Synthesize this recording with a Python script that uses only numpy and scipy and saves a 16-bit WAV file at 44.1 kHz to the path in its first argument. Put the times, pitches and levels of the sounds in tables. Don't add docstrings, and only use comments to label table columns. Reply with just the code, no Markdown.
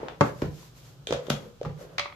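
import sys
import numpy as np
from scipy import signal
from scipy.fft import rfft, irfft
from scipy.io import wavfile
from scipy.ndimage import uniform_filter1d

SR = 44100
rng = np.random.default_rng(int(sys.argv[2]) if len(sys.argv) > 2 else 0)


def file_out(sig):
    cols = np.atleast_2d(sig).T
    lim = np.clip(cols, -1, 1)
    pcm = np.round(lim * 32767).astype(np.int16)
    wavfile.write(sys.argv[1], SR, pcm)


N = 94815
CLOCK = np.arange(N) / SR
T = np.arange(SR // 2) / SR

# start in seconds, click in dB, treble cutoff in Hz,
# rim ring in dB, thump in dB, left over right in dB.
RIM_SNAPS = [(0.0837, -10.5, 2790, -28, -45, 3.5), (1.071, -14, 7100, -7, -42, 0),
             (1.0895, -22, 5960, -26, -24, 8), (1.1072, -9.5, 5940, -28, -6.5, -2),
             (1.1243, -3.5, 5660, -10.5, -12, 1.5), (1.1356, -12, 9500, -36, -15, 6),
             (1.268, -27, 7000, -28, -20, 12), (1.2967, -21, 13900, -36, -34, -16),
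             (1.3006, -1.5, 17200, -10, -13, 2), (1.3024, -2.5, 11800, -16, -5, 3.5),
             (1.613, -27, 6700, -39, -37, 5), (1.6307, -22.5, 7000, -46, -13, -2)]
# start in seconds, level in dB, pitch in Hz, t60 in seconds.
WALL_FLEXES = [(0.0301, -6, 441, 0.015), (.032, -17.5, 846, 0.023), (.052, -21, 470, 0.021),
               (0.0752, -13, 428, 0.022), (.082, -20.5, 793, 0.029), (1.072, -13.5, 486, 0.01),
               (1.088, -8, 442, 0.14), (1.107, -0.5, 400, 0.01), (1.1237, 4, 503, 0.041),
               (1.125, -12.5, 278, 0.029), (1.126, -12, 709, 0.017), (1.145, -5.5, 578, 0.033),
               (1.284, -8, 410, 0.0072), (1.302, -2, 540, 0.016), (1.303, -9.5, 824, 0.03),
               (1.3026, 1.5, 213.6, 0.047), (1.465, -16.5, 468, 0.11), (1.6133, -3, 505, 0.023),
               (1.66, -17, 824, .06), (1.79, -23.5, 536, 0.027), (1.81, -20, 572, 0.044),
               (1.85, -21.5, 520, 0.01)]
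# start in seconds, ring in dB, crack in dB,
# treble cutoff in Hz.
LANDING_KNOCKS = [(.209, 10, 12.5, 9000), (0.2119, 1, 11.5, 2500)]
# start in seconds, thump in dB, pat in dB, pat pitch in Hz,
# skin slap in dB.
PALM_BLOWS = [(0.4192, -2.5, -6, 476, -7), (0.4223, 1.5, 4, 306, -12), (0.434, -5, -38, 252, -44),
              (0.629, -39, -32, 1030, -32), (1.65, -39, -14, 1242, -15.5), (1.656, -2, -10, 420, -16),
              (1.695, -27, -18, 396, -28), (1.776, -26, -37, 500, -33)]
# start in seconds, ring in dB, click in dB, treble cutoff in Hz.
EDGE_TAPS = [(1.9819, -9, 1, 7000), (1.9942, -4.5, 1, 7560), (2.0565, -15.5, -9.5, 1400),
             (2.098, -31, -20.5, 1450), (2.124, -24, -23, 2433)]
# centre in seconds, half width in seconds, hiss in dB, murmur in dB.
SKIN_RUBS = [(0.268, 0.033, -53, -35.5), (0.412, 0.053, -56, -49), (.61, 0.064, -53.5, -64),
             (0.778, 0.019, -58.5, -68), (.87, 0.054, -57, -63.5), (1.272, 0.038, -60, -45),
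             (1.438, .05, -61, -49), (1.819, 0.026, -55.5, -47.5), (1.922, 0.061, -70, -51.5)]

# pitch in Hz, relative level in dB, t60 (time to fall 60 dB) in seconds.
RIM_MODES = [(2404, 1.5, .025), (3210, 6.5, 0.023), (3583, 7, 0.018), (3980, 2.5, 0.0083),
             (6100, -1.5, 0.011), (7780, -7, 0.0062)]
BOARD_MODES = [(162, -14, .35), (232, -5, .2), (284, -2, .2), (370, -6, .06), (503, -3, .15),
               (560, -10, .12), (592, -6, .16), (865, 0, .13), (1029, -8, .1), (1171, -4, .12),
               (1302, -9, .1), (1424, -7, .1), (1500, -9, .08), (2135, -13, .13)]
BOUNCE_MODES = [(53.8, -6.5, 0.073), (108.3, -5, 0.048), (147, 0, 0.2), (166.7, -12.5, 0.23),
                (233, -8.5, 0.12)]
EDGE_MODES = [(570, -5, .16), (1160, -3, .05), (1270, -5, .04), (2165, -2, .17), (2290, -6, .06),
              (2700, -12, .06), (3290, -6, .12), (3382, -8, .12), (4120, -12, .07), (4420, -12, .06)]

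# frequency in Hz, relative level in dB.
SNAP_SPECTRUM = [(100, -17), (450, -1), (800, 4), (1100, 2.5), (1400, 3.5), (2100, -3.5), (3400, -2),
                 (4800, -5.5), (7000, -6), (8700, -21.5), (11500, -12), (15000, -24)]
LANDING_SPECTRUM = [(30, -21.5), (130, 3), (300, 0.5), (580, 2.5), (720, -4.5), (840, 5), (960, -8),
                    (1150, 1.5), (1480, -9), (1750, -14), (3500, -25), (7000, -27), (9000, -40.5),
                    (15000, -41)]
SLAP_SPECTRUM = [(100, -15), (600, 8), (1400, 2.5), (3000, -9), (6500, -17.5), (9000, -36), (15000, -21)]
CLACK_SPECTRUM = [(100, -47), (380, -10), (680, -1.5), (1150, 3.5), (1600, -5), (2200, 6.5), (2900, -3.5),
                  (4300, -2), (6300, -10.5), (8700, -24), (11000, -19), (15000, -25)]
SKIN_SPECTRUM = [(300, 1), (1300, -2), (1900, -2.5), (3000, -1), (5000, -0.5), (7200, -1.5), (8800, -12),
                 (13500, -4), (16000, -64)]
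WALL_SPECTRUM = [(40, -28), (130, -21), (260, -8.5), (520, 3), (750, -12), (1400, -12.5), (2500, -23),
                 (8000, -40)]
FOOD_SPECTRUM = [(60, -53), (200, 1.5), (450, 5), (1000, -2), (2200, -13), (6000, -29.5), (9000, -42),
                 (15000, -44)]
ROOM_TONE_SPECTRUM = [(20, -22), (50, -3.5), (80, -9.5), (135, 1.5), (200, -15.5), (300, -17.5),
                      (500, -20.5), (1000, -26.5), (1400, -25.5), (1900, -35.5), (3200, -30.5),
                      (7000, -36.5), (9000, -44.5), (14500, -43)]

# frequency in Hz, t60 in seconds.
KITCHEN_DECAY = [(60, 0.78), (160, 0.31), (300, 0.45), (600, 0.3), (1800, 0.28), (5000, 0.24),
                 (14000, 0.24)]
# frequency in Hz, relative level in dB.
KITCHEN_SPECTRUM = [(60, -2), (160, 1.5), (300, -8), (600, -2), (1200, -3.5), (3000, -1), (12000, -4)]
# frequency in Hz, side against mid in dB.
STEREO_WIDTH = [(60, -11), (150, -14.5), (300, -8), (600, -4), (1200, -1), (2400, -0.5), (12000, 0)]


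def lid():
    out = np.zeros((2, N))
    for start, click_db, bright_hz, rim_db, thump_db, pan_db in RIM_SNAPS:
        snap = amp(click_db) * click(SNAP_SPECTRUM, bright_hz, scatter_s=0.0022, scatter_db=22)
        ping = amp(rim_db) * ring(RIM_MODES, skew=0.55)
        pan = amp([[pan_db / 2], [-pan_db / 2]])
        add(out, start, pan * (snap + ping) + amp(thump_db) * thump())
    for start, db, hz, t60 in WALL_FLEXES:
        add(out, start, amp(db) * pop(hz, t60, rise_s=0.0016))
    return out


def landing():
    out = np.zeros((2, N))
    for start, ring_db, crack_db, bright_hz in LANDING_KNOCKS:
        board = amp(ring_db) * unit(soften(ring(BOARD_MODES), bright_hz))
        crack = amp(crack_db) * click(LANDING_SPECTRUM, bright_hz, scatter_s=0.0032, scatter_db=11.5)
        add(out, start, board + crack)
    return out


def palm():
    out = np.zeros((2, N))
    for start, thump_db, pat_db, pat_hz, slap_db in PALM_BLOWS:
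        pat = amp(pat_db) * pop(pat_hz, t60=0.017, rise_s=0.0012)
        slap = amp(slap_db) * click(SLAP_SPECTRUM, bright_hz=12130, scatter_s=0.0027, scatter_db=5.5)
        add(out, start, amp(thump_db) * thump() + pat + slap)
    return out


def pop(hz, t60, rise_s):
    swing = np.sin(2 * np.pi * hz * T + stereo_phase(hz, skew=0.13))
    attack = 1 - np.exp(-(T / rise_s) ** 2)
    return unit(swing * attack * amp(-60 * T / t60))


def thump(rise_s=0.0045):
    return unit(ring(BOUNCE_MODES) * (1 - np.exp(-T / rise_s)))


def clacks():
    out = np.zeros((2, N))
    for start, ring_db, click_db, bright_hz in EDGE_TAPS:
        edge = amp(ring_db) * unit(soften(ring(EDGE_MODES, skew=0.29), bright_hz))
        tap = amp(click_db) * click(CLACK_SPECTRUM, bright_hz, scatter_s=0.003, scatter_db=22)
        add(out, start, edge + tap)
    return out


def rubbing(grain_db=3):
    hiss, murmur = (wash(rng.standard_normal((2, N)) * amp(grain_db * rng.standard_normal(N)), spectrum)
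                    for spectrum in (SKIN_SPECTRUM, WALL_SPECTRUM))
    return sum(bell_curve(centre, width) * (amp(hiss_db) * hiss + amp(murmur_db) * murmur)
               for centre, width, hiss_db, murmur_db in SKIN_RUBS)


def food(pieces_per_s=6000, level_db=-41.5):
    pieces = rng.standard_normal((2, N)) * (rng.random(N) < pieces_per_s / SR)
    return amp(level_db) * wash(pieces, FOOD_SPECTRUM) * bell_curve(centre_s=0.026, width_s=0.079)


def kitchen(direct, room_db, echoes_per_s=5000, delay_s=0.003, rise_s=0.0024, smooth_hz=70):
    echoes = rng.choice([-1., 1.], (2, len(T))) * (rng.random((2, len(T))) < echoes_per_s / SR)
    band_hz, t, bands = signal.stft(spread(echoes), SR, nperseg=256)
    decay = amp(-60 * t / read(KITCHEN_DECAY, band_hz)[:, None])
    tail = signal.istft(bands * decay, SR, nperseg=256)[1][:, :len(T)]
    onset = np.clip((T - delay_s) / rise_s, 0, 1)
    spectrum, hz = rfft(tail * onset), np.fft.rfftfreq(len(T), 1 / SR)
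    power = uniform_filter1d(abs(spectrum) ** 2, size=round(smooth_hz / hz[1]), axis=1)
    tail = irfft(spectrum * amp(read(KITCHEN_SPECTRUM, hz)) / np.sqrt(power + 1e-20), len(T))
    fade = np.clip(2 - 2.5 * T / T[-1], 0, 1)
    return direct + amp(room_db) * signal.fftconvolve(direct, tail * fade, axes=1)[:, :N]


def room_tone(level_db=-51.5, rumble_hz=260, swell_db=2, swells_per_s=9.07):
    air = wash(rng.standard_normal((2, N)), ROOM_TONE_SPECTRUM)
    rumble = irfft(rfft(air) / (1 + (np.fft.rfftfreq(N, 1 / SR) / rumble_hz) ** 4), N)
    swell = np.interp(CLOCK * swells_per_s, np.arange(100), rng.uniform(-1, 1, 100))
    return amp(level_db) * (air - rumble + rumble * amp(swell_db * (swell - 0.5)))


def ring(modes, skew=0.6):
    out = np.zeros((2, len(T)))
    for k, (hz, db, t60) in enumerate(modes):
        sign = (-1) ** k
        swing = np.sin(2 * np.pi * hz * T + stereo_phase(hz, sign * skew))
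        out += sign * amp(db) * unit(swing * amp(-60 * T / t60))
    return unit(out)


def click(spectrum, bright_hz, scatter_s, scatter_db):
    age = T / scatter_s
    scatter = spread(rng.standard_normal((2, len(T))))
    x = amp(scatter_db) * unit(scatter * np.exp(-age) * (1 - np.exp(-4 * age)))
    x[:, 0] += 1
    for _ in range(4):
        flat = irfft(np.exp(1j * np.angle(rfft(x))), len(T))
        x = flat * np.exp(-(age / 10) ** 2)
    return unit(soften(colour(x, spectrum), bright_hz))


def soften(x, hz):
    return signal.sosfilt(signal.butter(2, min(hz, SR / 2 - 1), fs=SR, output="sos"), x)


def stereo_phase(hz, skew):
    return skew * amp(read(STEREO_WIDTH, hz)) * np.array([[1], [-1]])


def spread(x):
    width = amp(read(STEREO_WIDTH, np.fft.rfftfreq(x.shape[1], 1 / SR)))
    mid, side = rfft(x)
    pair = np.array([mid + side * width, mid - side * width])
    return irfft(pair / np.sqrt(1 + width ** 2), x.shape[1])


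def wash(x, spectrum):
    return unit(colour(spread(x), spectrum)) * np.sqrt(N)


def colour(x, spectrum):
    log_gain = np.log(amp(read(spectrum, abs(np.fft.fftfreq(4096, 1 / SR)))))
    response = np.exp(np.conj(signal.hilbert(log_gain)))
    taps = np.fft.ifft(response).real[:len(log_gain) // 2]
    return signal.oaconvolve(x, taps[None], axes=1)[:, :x.shape[1]]


def bell_curve(centre_s, width_s):
    return np.exp(-((CLOCK - centre_s) / width_s) ** 2 / 2)


def amp(db):
    return 10 ** (np.asarray(db) / 20)


def unit(x):
    return x / np.sqrt(np.mean(np.sum(x ** 2, -1)) + 1e-20)


def read(table, hz):
    table_hz, value = np.transpose(table)
    return np.interp(np.log(hz + 1), np.log(table_hz + 1), value)


def add(mix, start_s, sound):
    part = mix[:, max(round(start_s * SR), 0):][:, :sound.shape[-1]]
    part += sound[..., :part.shape[-1]]


def scene():
    return (kitchen(landing(), room_db=-3) + kitchen(palm(), room_db=1.5)
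            + kitchen(lid(), room_db=0) + kitchen(clacks(), room_db=-2)
            + rubbing() + food() + room_tone())


def record(dry, low_cut_hz=36, high_cut_hz=15100):
    x = signal.sosfilt(signal.butter(2, low_cut_hz, "high", fs=SR, output="sos"), dry)
    band_limit = signal.firwin(301, high_cut_hz, window=("kaiser", 8), fs=SR)
    return signal.oaconvolve(x, band_limit[None], "same")


dry = scene()
out = record(dry)
file_out(out)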